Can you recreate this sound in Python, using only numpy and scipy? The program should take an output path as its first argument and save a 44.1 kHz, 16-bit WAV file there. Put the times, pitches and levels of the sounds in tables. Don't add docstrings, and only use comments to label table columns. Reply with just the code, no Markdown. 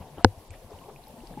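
import sys
import numpy as np
from scipy import signal
from scipy.io import wavfile
from scipy.ndimage import uniform_filter1d

SR = 44100
rng = np.random.default_rng(int(sys.argv[2]) if len(sys.argv) > 2 else 0)


def field_ratio(decibels):
    return 10 ** (np.asarray(decibels, dtype=float) / 20)


def dump(signal):
    limited = np.clip(np.atleast_2d(signal).T, -1, 1)
    pcm = np.round(limited * 32767).astype(np.int16)
    wavfile.write(sys.argv[1], SR, pcm)


N = 61739

# frequency in Hz, level in dB per Hz.
HISS_SPECTRUM = [(300, 3), (1400, 0), (2900, -.5), (4500, -3), (7000, -6), (11000, -4.5), (15500, -9)]
HISS_DB, HISS_ALIKE = -59, 0.085
WHINE_HZ, WHINE_WANDER_HZ, WHINE_DB = 11057, 25, -72

# frequency in Hz, level in dB per Hz.
RUMBLE_SPECTRUM = [(30, 10), (60, -6), (90, -8), (135, -7)]
# time in seconds, level in dB.
RUMBLE_LEVEL = [(0.0, -51.5), (0.19, -47.5), (0.338, -53.5), (0.568, -51), (0.946, -58.5), (1.4, -42)]
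RUMBLE_DB = -2

# frequency in Hz, level in dB per Hz.
WATER_SPECTRUM = [(18, 9), (45, -5.5), (80, -9.5), (150, -6), (290, -10), (690, -7.5), (1050, -10),
                  (1300, -19.5)]
# time in seconds, level in dB.
STIR = [(0.0, -49), (0.08, -53.5), (0.506, -56), (0.836, -51.5), (0.98, -52.5), (1.4, -54)]
WATER_DB, WATER_CUT_HZ, WATER_ALIKE = 3.0, 1010, 1
SHELL_RIGHT_DB = -3.5

# start in seconds, level in dB, pitch in Hz, left over right in dB.
TICKS = [(0.183, -49, 3000, -32), (.273, -66, 8300, -2), (0.506, -41, 2410, -15), (0.506, -39, 8100, -19),
         (.539, -41.5, 1860, -9), (0.707, -48, 5200, 16), (0.788, -40.5, 2960, -9), (.84, -45.5, 2530, -2),
         (.961, -37, 2510, 0.1), (1.039, -41, 4060, 12), (1.064, -50.5, 2300, 7), (1.07, -43.5, 5100, 9),
         (1.083, -35.5, 12100, 10), (1.204, -42, 2780, -4), (1.272, -38, 4830, 14.5),
         (1.332, -44.5, 3560, -2), (1.338, -43.5, 1695, -1)]
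TICK_CYCLES, TICK_RISE = 23.7, -0.036

# start in seconds, level in dB, pitch in Hz, length in cycles.
GURGLES = [(.181, -30, 740, 7.7), (.21, -40.5, 689, 41), (.70, -42, 665, 26), (0.716, -37, 415, 16),
           (0.814, -46, 1046, 45), (0.883, -38.5, 400, 23.4), (0.883, -45, 873, 48),
           (0.929, -46.5, 142, 25.5), (.99, -44.5, 690, 34), (1.07, -44.5, 849, 49), (1.137, -31, 216, 3.8),
           (1.179, -41, 232, 24), (1.234, -35, 330, 8.4), (1.305, -28.5, 177, 4.6), (1.31, -39, 515, 7),
           (1.372, -23, 255, 3.7), (1.374, -32.5, 834, 31)]
GURGLE_RISE = 0.15

# start in seconds, level in dB, length in seconds, top in Hz.
SCUFFS = [(.0, -61.5, 0.045, 3400), (0.141, -59.5, 0.12, 3330), (0.171, -46.5, 0.046, 1500),
          (0.174, -42, 0.028, 344), (.503, -58, 0.0091, 8700), (.512, -58.5, 0.057, 3380),
          (0.627, -54, 0.033, 833), (0.692, -54, 0.076, 1111), (0.706, -68.5, 0.033, 5670),
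          (0.886, -49.5, 0.023, 1140), (1.246, -63, 0.039, 5700), (1.368, -45, 0.034, 420),
          (1.289, -49, 0.073, 844), (1.378, -54, 0.09, 3060)]
SCUFF_SPAN = 4.0
GRAINS_PER_S, GRAIN_SPREAD_DB = 7200, 2

# start in seconds, level in dB, length in seconds.
NUDGES = [
    (.001, -32.5, 0.0091),
    (.10, -58, 0.018),
    (.183, -34.5, 0.0082),
    (.37, -35.5, 0.008),
    (.495, -31, .02),
    (.56, -76, 0.013),
    (.63, -37.5, 0.037),
    (.735, -40.5, 0.0067),
    (.805, -70, .02),
]
ROCK_HZ, ROCK_T60_S = 87, 0.1

# start in seconds, level in dB, contact softness in Hz, direction and share.
KNOCK = [
    (0.2465, 8.55, 5300, -0.58),
    (0.248, 1.5, 1500, 0.5),
]
# frequency in Hz, level in dB, time to fall 60 dB in seconds.
CASE = [(97.4, -8, 0.12), (250.4, -11, 0.041), (332, -8, 0.027), (459, -7, 0.028), (511, -17, .07),
        (591, -43.5, 0.032), (772, 5.5, 0.011), (907, -9.5, 0.0087), (1500, 6, 0.0048)]
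KNOCK_DB, KNOCK_RIGHT_DB = -2.5, -3.5
# frequency in Hz, left level in dB, right level in dB,
# time to fall 60 dB in seconds.
CRACK = [(2110, -33.5, -20.5, 0.008), (3120, -27, -27.5, 0.00727), (4290, -10.5, -7, 0.006),
         (5200, -17.5, 0, 0.0029), (6060, -30.5, -22.5, 0.0023), (6650, -15.5, -19, 0.0038),
         (8100, -33.5, -29, 0.0027)]
CRACK_S, CRACK_LEAD_S = 0.2462, 0.000085

# start in seconds, length in seconds.
STARVED = [
    (.226, .026),
    (.484, .024),
]
STARVED_HZ = 8800
COUPLING_HZ, OVERSHOOT_DB = 39.4, 0.5


def rms_one(x):
    return x / np.sqrt(np.mean(x ** 2) + 1e-20)


def drift(rate):
    step = 40
    r = np.exp(-2 * np.pi * step * rate / SR)
    noise = rng.standard_normal(N // step + 2002)
    slow = signal.lfilter([1], [1, -2 * r, r * r], noise)[2000:]
    return np.interp(np.arange(N) / step, np.arange(len(slow)), rms_one(slow))


def since(s):
    return np.maximum(np.arange(N) / SR - s, 0)


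def ring(s, hz, t60, rise=0):
    u = since(s)
    glide = 1 + 0.5 * rise * np.minimum(u / t60, 1)
    return np.sin(2 * np.pi * hz * u * glide) * field_ratio(-60 * u / t60)


def soften(x, hz):
    r = np.exp(-2 * np.pi * hz / SR)
    return signal.lfilter([1 - r], [1, -r], x + 1e-18)


def band_pass(x, order, low, high):
    return signal.sosfilt(signal.butter(order, [low, high], "band", fs=SR, output="sos"), x)


def banded_noise(spectrum, alike, patchy_db, rate):
    hz_at, db_at = np.transpose(spectrum)
    out, together, alike = 0, drift(rate / 3), np.clip(alike, 0, 1)
    octaves = np.log2(hz_at[-1] / hz_at[0])
    edges = hz_at[0] * 2 ** np.arange(0, octaves + 0.3, 1 / 3)
    white = rng.standard_normal((2, 2, N + 8000))
    for k, (low, high) in enumerate(zip(edges, edges[1:])):
        mid, side = band_pass(white[k % 2], 2, low, high)[:, 8000:]
        level_db = np.interp(np.log(low * high) / 2, np.log(hz_at), db_at)
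        gain = field_ratio(level_db + patchy_db * (0.5 * together + drift(rate)))
        out = out + gain * (np.sqrt(1 + alike) * mid + np.sqrt(1 - alike) * side * [[1], [-1]])
    return rms_one(out)


def preamp():
    hiss = banded_noise(HISS_SPECTRUM, HISS_ALIKE, patchy_db=1.4, rate=23)
    pitch = WHINE_HZ + WHINE_WANDER_HZ * drift(66)
    whine = np.sin(2 * np.pi * np.cumsum(pitch) / SR) * field_ratio(2.0 * drift(17))
    return field_ratio(HISS_DB) * hiss + field_ratio(WHINE_DB) * whine


def rumble():
    s, db = np.transpose(RUMBLE_LEVEL)
    lumps = banded_noise(RUMBLE_SPECTRUM, WATER_ALIKE, patchy_db=6.5, rate=2.67)
    return field_ratio(RUMBLE_DB + np.interp(np.arange(N) / SR, s, db)) * lumps


def water():
    s, db = np.transpose(STIR)
    murmur = banded_noise(WATER_SPECTRUM, WATER_ALIKE, patchy_db=2.5, rate=8.7)
    murmur = signal.sosfilt(signal.butter(6, WATER_CUT_HZ, fs=SR, output="sos"), murmur)
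    return field_ratio(WATER_DB + np.interp(np.arange(N) / SR, s, db)) * murmur


def bubble_ticks():
    out = 0
    for s, db, hz, pan in TICKS:
        fade_in = np.minimum(since(s) * hz / 3, 1)
        sides = field_ratio(db + pan * np.array([[0.5], [-0.5]]))
        out = out + sides * ring(s, hz, TICK_CYCLES / hz, TICK_RISE) * fade_in
    return out


def bubble_gurgles():
    out = 0
    for s, db, hz, cycles in GURGLES:
        fade_in = np.minimum(since(s) * hz / 1.38, 1)
        out = out + field_ratio(db) * ring(s, hz, 2 * cycles / hz, GURGLE_RISE) * fade_in
    return out


def scuffs():
    hits = rng.random(N) < GRAINS_PER_S / SR
    sizes = field_ratio(GRAIN_SPREAD_DB * np.minimum(rng.exponential(1, N), 3))
    grains = hits * sizes * rng.choice([-1, 1], N)
    out = 0
    for s, db, length, top_hz in SCUFFS:
        rub = rms_one(band_pass(grains + 1e-18, 4, top_hz / SCUFF_SPAN, top_hz))
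        hump = np.sqrt(np.abs(np.sin(np.pi * np.minimum(since(s) / length, 1))))
        out = out + field_ratio(db) * rub * hump * (since(s) < length)
    return out


def nudges():
    shove = 0
    for s, db, length in NUDGES:
        push = np.sin(np.pi * np.minimum(since(s) / length, 1))
        shove = shove - field_ratio(db) * push * np.sin(2 * np.pi * ROCK_HZ * since(s)) / length
    r = field_ratio(-60 / (ROCK_T60_S * SR))
    w = 2 * np.pi * ROCK_HZ / SR
    return signal.lfilter([0, 2.78 * np.sin(w) / SR], [1, -2 * r * np.cos(w), r * r], shove + 1e-18)


def case_knock():
    body = 0
    for s, hit_db, soft_hz, way in KNOCK:
        ringing = sum(field_ratio(db) * ring(s, hz, t60) for hz, db, t60 in CASE)
        body = body + way * field_ratio(hit_db) * soften(ringing, soft_hz)
    return field_ratio(KNOCK_DB) * body * field_ratio(np.array([[0], [KNOCK_RIGHT_DB]]))


def port_crack():
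    out = 0
    for hz, left_db, right_db, t60 in CRACK:
        left = field_ratio(left_db) * ring(CRACK_S + CRACK_LEAD_S, hz, t60)
        right = field_ratio(right_db) * ring(CRACK_S, hz, t60)
        out = out + np.array([left, right])
    return out


def scene():
    shell = rumble() + water() + bubble_gurgles() + scuffs() + nudges()
    shell = shell * field_ratio(SHELL_RIGHT_DB * np.array([[-0.5], [0.5]]))
    return preamp() + shell + bubble_ticks() + case_knock() + port_crack()


def band_limit(x):
    return signal.sosfilt(signal.butter(12, 15630, fs=SR, output="sos"), x)


def record(dry):
    loud = np.clip(dry, -1, 1)
    loud = signal.lfilter(*signal.butter(1, COUPLING_HZ, "high", fs=SR), loud)
    low_pass = signal.ellip(8, 0.3, 45, STARVED_HZ, fs=SR, output="sos")
    dull = signal.sosfiltfilt(low_pass, loud)
    starved = sum(1.0 * (since(s) > 0) * (since(s) < length) for s, length in STARVED)
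    starved = uniform_filter1d(starved, size=90)
    mix = loud + starved * (dull - loud)
    return band_limit(np.clip(field_ratio(OVERSHOOT_DB) * mix, -1, 1))


dry = scene()
out = record(dry)
dump(out)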